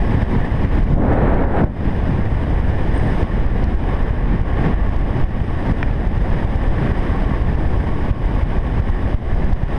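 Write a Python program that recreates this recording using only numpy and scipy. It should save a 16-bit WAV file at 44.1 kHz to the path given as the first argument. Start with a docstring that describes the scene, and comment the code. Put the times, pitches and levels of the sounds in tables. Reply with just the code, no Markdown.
"""Cycling round a wooden indoor track

Heard from a camera riding on the bicycle. Tyres roar on the boards below and the head wind rumbles on the
microphone, which crackles faintly on wind peaks; every strong eddy makes the gain control duck the whole
sound. When the rider turns to look sideways the air rushes straight over the port. Close by, the bicycle
gives one sharp tick with a small rattle, and a few thin chirps."""
import sys
import numpy as np
from scipy import signal
from scipy.fft import rfft, irfft, next_fast_len
from scipy.io import wavfile
from scipy.ndimage import map_coordinates

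SR = 44100
rng = np.random.default_rng(int(sys.argv[2]) if len(sys.argv) > 2 else 0)


def materialize(psi):
    """Save the field psi as 16-bit PCM at rate SR to the path in sys.argv[1].

    A 1-D psi becomes a single channel; in a 2-D psi each row is a channel.
    """
    bounded = np.clip(np.atleast_2d(psi).T, -1, 1)
    quanta = np.round(bounded * 32767).astype(np.int16)
    wavfile.write(sys.argv[1], SR, quanta)


N = 431298
TIME = np.arange(N) / SR


def amp(db):
    """Decibels to gain."""
    return 10 ** (np.asarray(db) / 20)


def unit(x):
    """Scale to rms 1."""
    return x / np.sqrt(np.mean(x ** 2) + 1e-20)


def curves(rows):
    """One value per sample for each column after the time."""
    times, *columns = np.transpose(rows)
    return [np.interp(TIME, times, column) for column in columns]


def wobble(rate):
    """A smooth random curve, rate knots a second."""
    knots = rng.standard_normal(int(N * rate / SR) + 4)
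    return map_coordinates(knots, [TIME * rate], mode="nearest")


def swell(s, width_s):
    """A bell-shaped rise and fall around time s."""
    bell = np.zeros(N)
    near = slice(*np.searchsorted(TIME, [s - 10 * width_s, s + 10 * width_s]))
    bell[near] = np.exp(-.5 * ((TIME[near] - s) / width_s) ** 2)
    return bell


def lagged(x, seconds):
    """One-pole smoothing."""
    keep = np.exp(-1 / (seconds * SR))
    return signal.lfilter([1 - keep], [1, -keep], x)


def filtered(x, response):
    """Filter x by a gain given as a function of frequency."""
    size = next_fast_len(N + SR // 2)
    return irfft(rfft(x, size) * response(np.fft.rfftfreq(size, 1 / SR)), size)[:N]


def noise(spectrum, resonances=()):
    """Noise of rms 1 with a smooth spectrum and resonant humps on it."""
    knots_hz, knots_db = np.transpose(spectrum)

    def response(hz):
        slope_db = np.interp(np.log(hz + 1), np.log(knots_hz), knots_db)
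        humps_db = sum(db * np.exp(-.5 * ((hz - centre) / width) ** 2) for centre, width, db in resonances)
        return amp(slope_db + humps_db)
    return unit(filtered(rng.standard_normal(N), response))


def tilted(x, tilt_db, pivot_hz=300):
    """Tip the spectrum of x between 150 and 2500 Hz by tilt_db per octave, one value per sample."""
    hz, times, frames = signal.stft(x, SR, nperseg=512)
    octaves = np.log2(np.clip(hz, 150, 2500) / pivot_hz)
    gain = amp(octaves[:, None] * np.interp(times, TIME, tilt_db))
    return signal.istft(frames * gain, SR, nperseg=512)[1][:N]


# Tyres on the boards below the camera, roar and hiss: (frequency [Hz], spectral level [dB])
ROAR = [(80, -14.5), (200, 6), (400, 1), (620, -1.5), (880, -3.5), (1330, -13.5), (2050, -13.5),
        (2700, -21.5), (3400, -27), (4300, -35), (7000, -74)]
HISS = [(1500, -8.5), (3200, 6), (4400, 0), (5500, -8), (6400, -9), (7200, -17), (9700, -15.5),
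        (11000, -16), (12200, -23.5), (14000, -29), (15200, -37)]
# Two hollow notes of the wheels on the boards: (frequency [Hz], spectral level [dB])
HIGH_HOLLOW = [(900, -120), (1450, -33), (1660, -7), (1750, 0.5), (1850, -1.5), (1990, -6.5), (2300, -34),
               (3500, -120)]
LOW_HOLLOW = [(850, -120), (1000, -20.5), (1085, 0), (1135, -2.5), (1220, -15.5), (1450, -120)]
# Resonances of the housing round the microphone: (frequency [Hz], width [Hz], gain [dB])
HOUSING = [(1012, 20, -1), (1096, 60, 0.5), (1275, 87, -1), (1630, 113, 3), (2680, 130, -1),
           (2950, 92, 2.5), (4300, 280, -6), (5060, 330, 6), (8590, 440, 8.5)]
# Rolling noise of the tyres, swelling and easing along the track: (time [s], level [dB])
ROLLING_LEVEL = [(0, -26), (.25, -25), (.36, -26.5), (.53, -27.5), (.63, -27), (.78, -27), (.95, -27.5),
                 (1.85, -27.5), (2.3, -28), (2.6, -27), (2.9, -26.5), (3.08, -26), (3.21, -24),
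                 (3.3, -27.5), (3.5, -29.5), (3.63, -27), (3.74, -28.5), (3.97, -25.5), (4.15, -29),
                 (4.4, -30), (4.62, -24), (4.8, -28.5), (5.05, -28.5), (5.22, -25), (5.35, -30.5),
                 (5.66, -26.5), (5.95, -29.5), (6.42, -26.5), (6.7, -27), (6.87, -24.5), (7.0, -25),
                 (7.17, -26), (7.6, -28.5), (7.95, -28), (8.1, -26), (8.25, -28), (8.5, -26.5),
                 (9.03, -28.5), (9.13, -26.5), (9.25, -28.5), (9.42, -29), (9.77, -26.5)]
# The hiss against the roar: (time [s], level [dB])
HISS_LEVEL = [(0, -24), (.8, -25.5), (1.3, -26), (2.0, -26), (2.7, -26), (3.15, -23.5), (3.45, -26.5),
              (4.6, -27.5), (5.5, -25), (6.1, -25.5), (6.9, -25.5), (7.9, -24.5), (8.7, -25.5),
              (9.77, -24.5)]
# The hollow notes against the roar: (time [s], high note level [dB], low note level [dB])
HOLLOW_LEVEL = [(0, -15.3, -18), (1.9, -18, -21.5), (2.8, -18.5, -28), (3.2, -15, -18), (4.2, -18.5, -18),
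                (4.65, -16.5, -14), (5.3, -15.5, -15.5), (6.1, -15.5, -22), (7.0, -16.5, -15.5),
                (8.6, -17.5, -17.5), (9.77, -17, -18)]


def tyres(boards_db=0.65, grain_db=0.74, trim_db=0.23, sing_db=2.0):
    """Roar and hiss come through the housing, two notes come and go, and uneven boards shake them all."""
    level_db, = curves(ROLLING_LEVEL)
    hiss_db, = curves(HISS_LEVEL)
    high_db, low_db = curves(HOLLOW_LEVEL)
    shake_db = boards_db * wobble(35) + grain_db * wobble(220)
    rolling = noise(ROAR, HOUSING) + amp(hiss_db) * noise(HISS, HOUSING)
    high_note = amp(high_db + sing_db * wobble(14)) * noise(HIGH_HOLLOW)
    low_note = amp(low_db + sing_db * wobble(14)) * noise(LOW_HOLLOW)
    return amp(level_db + trim_db + shake_db) * (rolling + high_note + low_note)


# Thin chirps of the drive train, close but faint: (time [s], pitch [Hz], level [dB], width [s])
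CHIRPS = [(0.61, 11970, -68, .012), (.645, 11850, -71, .012), (.752, 12000, -66, .012),
          (2.9515, 8450, -45, 0.0011), (2.964, 8800, -47, .0012), (2.978, 8800, -37, 0.0006),
          (2.986, 8350, -52, .003)]
# Light rubbing during and after the last chirps: (time [s], level [dB])
RUB_LEVEL = [(2.9, -100), (2.96, -63), (3.08, -62), (3.22, -73), (3.3, -100)]
# Its metallic colour: (frequency [Hz], spectral level [dB])
RUB_COLOUR = [(3000, -31), (5000, 3.5), (7300, -11), (8600, 6), (9600, -4), (12000, -11.5), (15000, -20)]


def chirps(waver_rad=1.3):
    """Metal rubs on metal: brief, unsteady high notes and a fine hiss."""
    drift = waver_rad * wobble(550)
    notes = sum(amp(db) * swell(s, width_s) * np.sin(2 * np.pi * hz * TIME + drift)
                for s, hz, db, width_s in CHIRPS)
    rub_db, = curves(RUB_LEVEL)
    return notes + amp(rub_db) * noise(RUB_COLOUR)


# One sharp, close bicycle tick with a small rattle, plus faint dry crackles of the microphone on
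# wind peaks: (time [s], level [dB], pitch factor [ratio])
CLICKS = [(.903, -39, 2.9), (0.981, -30, 3.1), (1.3428, -22, 1.8), (3.641, -23.5, 2.4), (5.8286, -8, 1.01),
          (5.901, -26, 0.74), (5.9115, -27, 1.4), (9.445, -32, 2.7), (9.532, -28, 2.4), (9.568, -34, 1.16)]
# Modes of a click at pitch factor 1: (frequency [Hz], level [dB], time to fall 60 dB [s])
CLICK_MODES = [(814, -1, 0.011), (1560, -2.5, 0.011), (1790, 5, 0.0093), (2330, -6, 0.018),
               (3320, -12, 0.008), (5350, -20.5, 0.008)]


def tick_and_crackles(attack_s=0.00043):
    """Each click rings a few strongly damped modes; the higher its pitch, the sooner it dies."""
    out = np.zeros(N)
    t = np.arange(SR // 20) / SR
    onset = (1 - np.exp(-t / attack_s)) ** 2
    for s, level_db, pitch in CLICKS:
        ring = sum(amp(db - 60 * pitch * t / t60) * np.sin(2 * np.pi * hz * pitch * t)
                   for hz, db, t60 in CLICK_MODES)
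        out[round(s * SR):][:len(t)] += amp(level_db) * ring * onset
    return out


# Head wind right on the microphone, strongest as the rider looks sideways: (time [s], level [dB])
WIND_LEVEL = [(0, -12), (.7, -13.5), (1.0, -6.5), (1.3, -3), (1.7, -9.5), (1.9, -13.5), (2.6, -12),
              (4.2, -14), (5.4, -13.5), (7, -13), (8.5, -13), (9.77, -13)]
# Its rumble: (frequency [Hz], spectral level [dB])
RUMBLE = [(8, 2.5), (20, -4.5), (33, 3), (60, -1.5), (110, -7), (200, -13.5), (320, -21.5), (600, -35.5),
          (1500, -66), (5000, -91)]


def head_wind(crest=3, cutoff_hz=1200, trim_db=-3.5):
    """Steady turbulence on the microphone; its swings are bounded."""
    level_db, = curves(WIND_LEVEL)
    bounded = np.tanh(noise(RUMBLE) / crest)
    swirl = filtered(bounded, lambda hz: 1 / (1 + (hz / cutoff_hz) ** 4))
    return amp(level_db + trim_db) * unit(swirl)


# Brief, weaker gusts brushing the microphone: (time [s], level [dB], width [s])
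GUSTS = [(0.155, -18, 0.041), (0.363, -16, 0.052), (0.534, -21, 0.0155), (0.643, -17, 0.034),
         (0.772, -17, 0.035), (1.862, -23.5, 0.044), (2.135, -21.5, 0.077), (3.07, -20.5, 0.059),
         (3.203, -21, 0.037), (3.41, -22.5, 0.047), (3.627, -21.5, .026), (4.317, -19.5, 0.047),
         (4.663, -15, 0.047), (5.2, -25, 0.041), (5.696, -18, 0.019), (6.32, -24.5, 0.034),
         (6.825, -21.5, 0.06), (7.506, -21.5, 0.042), (7.876, -18, 0.0083), (8.06, -26, 0.053),
         (8.49, -23, 0.049), (8.785, -20, 0.019), (9.132, -27.5, 0.03), (9.43, -21.5, 0.035)]
# Their colour: (frequency [Hz], spectral level [dB])
GUST_COLOUR = [(40, -18.5), (100, 8.5), (170, 7), (300, -1), (550, -14.5), (900, -12.5), (1300, -23),
               (1800, -20), (2700, -31), (5000, -47), (12000, -77)]


def gusts(crest=8.5):
    """Short gusts swell and fade with a hollow, low roar."""
    flow = sum(amp(db) * swell(s, width_s) for s, db, width_s in GUSTS)
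    return flow * unit(np.tanh(noise(GUST_COLOUR) / crest))


# Air across the microphone port as the rider looks sideways, brighter the more squarely it crosses:
# (time [s], level [dB], tilt [dB per octave])
CROSSWIND = [(0.8, -100, -4), (0.88, -19, -7), (0.925, -22, -8), (0.99, -8, -3.5), (1.06, -12.5, -1),
             (1.15, -12, 0.3), (1.25, -10, 0.4), (1.42, -10.5, 0), (1.5, -14.5, -0.5), (1.595, -14.5, 1.5),
             (1.625, -11.5, -4), (1.67, -15, -0.5), (1.74, -31, -4), (1.85, -100, -2)]
# Rush and fizz of that air at the port: (frequency [Hz], spectral level [dB])
RUSH = [(60, -13), (130, 5.5), (260, 7), (400, 1), (550, 2), (850, -2), (1250, -12), (1830, -12),
        (2500, -26.5), (4000, -41), (8000, -84), (14000, -86)]
FIZZ = [(2000, -2), (3200, 4), (4400, 1), (5200, -3), (7300, -12), (8600, 3), (9800, -10), (14000, -32)]


def crosswind(flutter_db=0.5, crest=3.7, fizz_db=-47.0):
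    """Air that crosses the port starts as a low buffet, opens into a roar, fizzes and flutters."""
    level_db, tilt_db = curves(CROSSWIND)
    rush = unit(np.tanh(noise(RUSH) / crest))
    fizz = amp(fizz_db) * noise(FIZZ)
    return amp(level_db + flutter_db * wobble(45.2)) * tilted(rush + fizz, tilt_db)


def shed_eddies(busy_s, per_s=6.8, jitter=.4, strength=0.41, spread_db=0.5, push_share=0.59, clear_s=.075):
    """Rows (time, signed pressure) of small eddies, shed at a loose rate clear of the times busy_s."""
    count = 120
    late, weakness, side = rng.uniform(-1, 1, (count, 3)).T
    times = (np.arange(count) + .5 + jitter * late) / per_s
    sign = np.where(np.abs(side) < push_share, 1, -1)  # push or suck
    pressure = strength * amp(-spread_db * weakness) * sign
    gap_s = np.abs(times[:, None] - busy_s).min(axis=1)
    free = (gap_s > clear_s) & (times < N / SR)
    return list(zip(times[free], pressure[free]))


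# Big eddies thumping straight on the microphone: (time [s], signed peak pressure [relative])
BIG_EDDIES = [(.154, 0.46), (.232, -0.72), (.384, -0.35), (.521, 0.45), (.652, -0.52), (0.756, -0.47),
              (0.84, -0.58), (0.943, -0.88), (.981, -1.1), (1.345, -1.12), (1.451, 0.94), (1.647, 1.47),
              (2.039, -0.36), (2.328, 0.46), (2.602, 0.5), (2.895, -.4), (3.233, 0.78), (3.4, -0.35),
              (3.465, -0.42), (3.641, -0.58), (3.751, 0.59), (4.03, -0.45), (4.109, 0.52), (4.415, 0.55),
              (4.744, -0.53), (4.894, -0.37), (4.965, 0.43), (5.245, -0.76), (5.417, 0.43), (5.722, 0.59),
              (5.911, 0.39), (6.073, 0.55), (6.178, 0.46), (6.302, -0.36), (6.45, 0.59), (6.559, 0.54),
              (6.919, 0.63), (7.422, 0.51), (7.555, 0.42), (7.662, 0.39), (7.777, 0.37), (8.113, -0.92),
              (8.26, 0.42), (8.435, 0.68), (8.588, 0.63), (8.802, -0.57), (8.902, .5), (9.149, 1.07),
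              (9.446, -0.58), (9.535, -0.88), (9.636, -0.72)]


def eddies(width_s=0.0023, scatter=0.29, strength_db=1.7, clearing_s=.007, wake=0.39, wake_s=0.018,
           lull_depth=0.3, lull_lead_s=0.045, lull_s=0.011):
    """Each eddy is a pressure pulse in a shallow opposite swing. Returns thumps and a head wind gain."""
    thumps, wind_gain = np.zeros(N), np.ones(N)
    steps = np.arange(-SR // 20, SR // 3)
    t = steps / SR
    busy_s = np.array([row[0] for row in BIG_EDDIES + GUSTS])
    for (s, pressure), chance in zip(BIG_EDDIES + shed_eddies(busy_s), rng.standard_normal(200)):
        at = np.clip(round(s * SR) + steps, 0, N - 1)
        widths = t / (width_s * np.exp(scatter * chance))
        pulse = np.exp(-.5 * widths ** 2)
        backswing = 0.23 * np.exp(-.5 * ((widths - 2.16) / 6.3) ** 2)
        shape = pulse - backswing
        thumps[at] += pressure * shape / shape.max()
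        # the eddy pushes the steady turbulence aside, then stirs it up in its wake
        wind_gain[at] *= 1 - np.exp(-.5 * (t / clearing_s) ** 2)
        wind_gain[at] *= 1 + wake * min(abs(pressure), 1) * (t > 0) * np.exp(-np.abs(t) / wake_s)
    # the air stills just before a big eddy
    lull = sum(lull_depth * min(pressure ** 2, 1) * swell(s - lull_lead_s, lull_s)
               for s, pressure in BIG_EDDIES)
    return amp(strength_db) * thumps, wind_gain * np.clip(1 - lull, 0, 1)


def scene():
    """Wind, tyres, small bicycle sounds and dry crackles at the camera's one microphone."""
    thumps, wind_gain = eddies()
    air = wind_gain * head_wind() + thumps + crosswind() + gusts()
    return (air + tyres() + tick_and_crackles() + chirps())[None]


# Faint crackle of a fast gain change inside the camera: (frequency [Hz], spectral level [dB])
CRACKLE = [(2000, -7.5), (4500, 2), (6500, -4.5), (8500, -9.5), (11000, -15), (15000, -30)]


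def gain_control(x, threshold=0.37, sense_s=.0007, attack_s=.0013, release_db_per_s=70,
                 crackle_db=-47, crackle_db_per_s=450):
    """The gain drops fast on a peak and climbs back; a drop on a slow crest of pressure crackles."""
    excess_db = 20 * np.log10(np.maximum(lagged(np.abs(x), sense_s) / threshold, 1))
    release_db = release_db_per_s * TIME
    held_db = np.maximum.accumulate(excess_db + release_db) - release_db
    ahead = 30  # samples of look-ahead
    cut_db = np.pad(lagged(held_db, attack_s), (0, ahead), mode="edge")[ahead:]
    dropping = np.tanh(np.maximum(np.gradient(cut_db) * SR, 0) / crackle_db_per_s)
    on_crest = np.tanh((lagged(x, seconds=.002) / .3) ** 2)
    crackle = amp(crackle_db) * dropping * on_crest * noise(CRACKLE)
    return (x + crackle) * amp(-cut_db)


def record(dry):
    """The camera rides its gain, rounds off the peaks that slip through and cuts the highest treble."""
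    ceiling, hardness, top_hz = .8, 6, 15300
    ridden = gain_control(dry[0])
    rounded = ridden / (1 + np.abs(ridden / ceiling) ** hardness) ** (1 / hardness)
    band_limit = signal.ellip(10, .05, 60, top_hz, fs=SR, output="sos")
    fade = np.minimum(np.minimum(TIME, TIME[::-1]) / .002, 1)
    return signal.sosfiltfilt(band_limit, rounded * fade)[None]


dry = scene()
out = record(dry)
materialize(out)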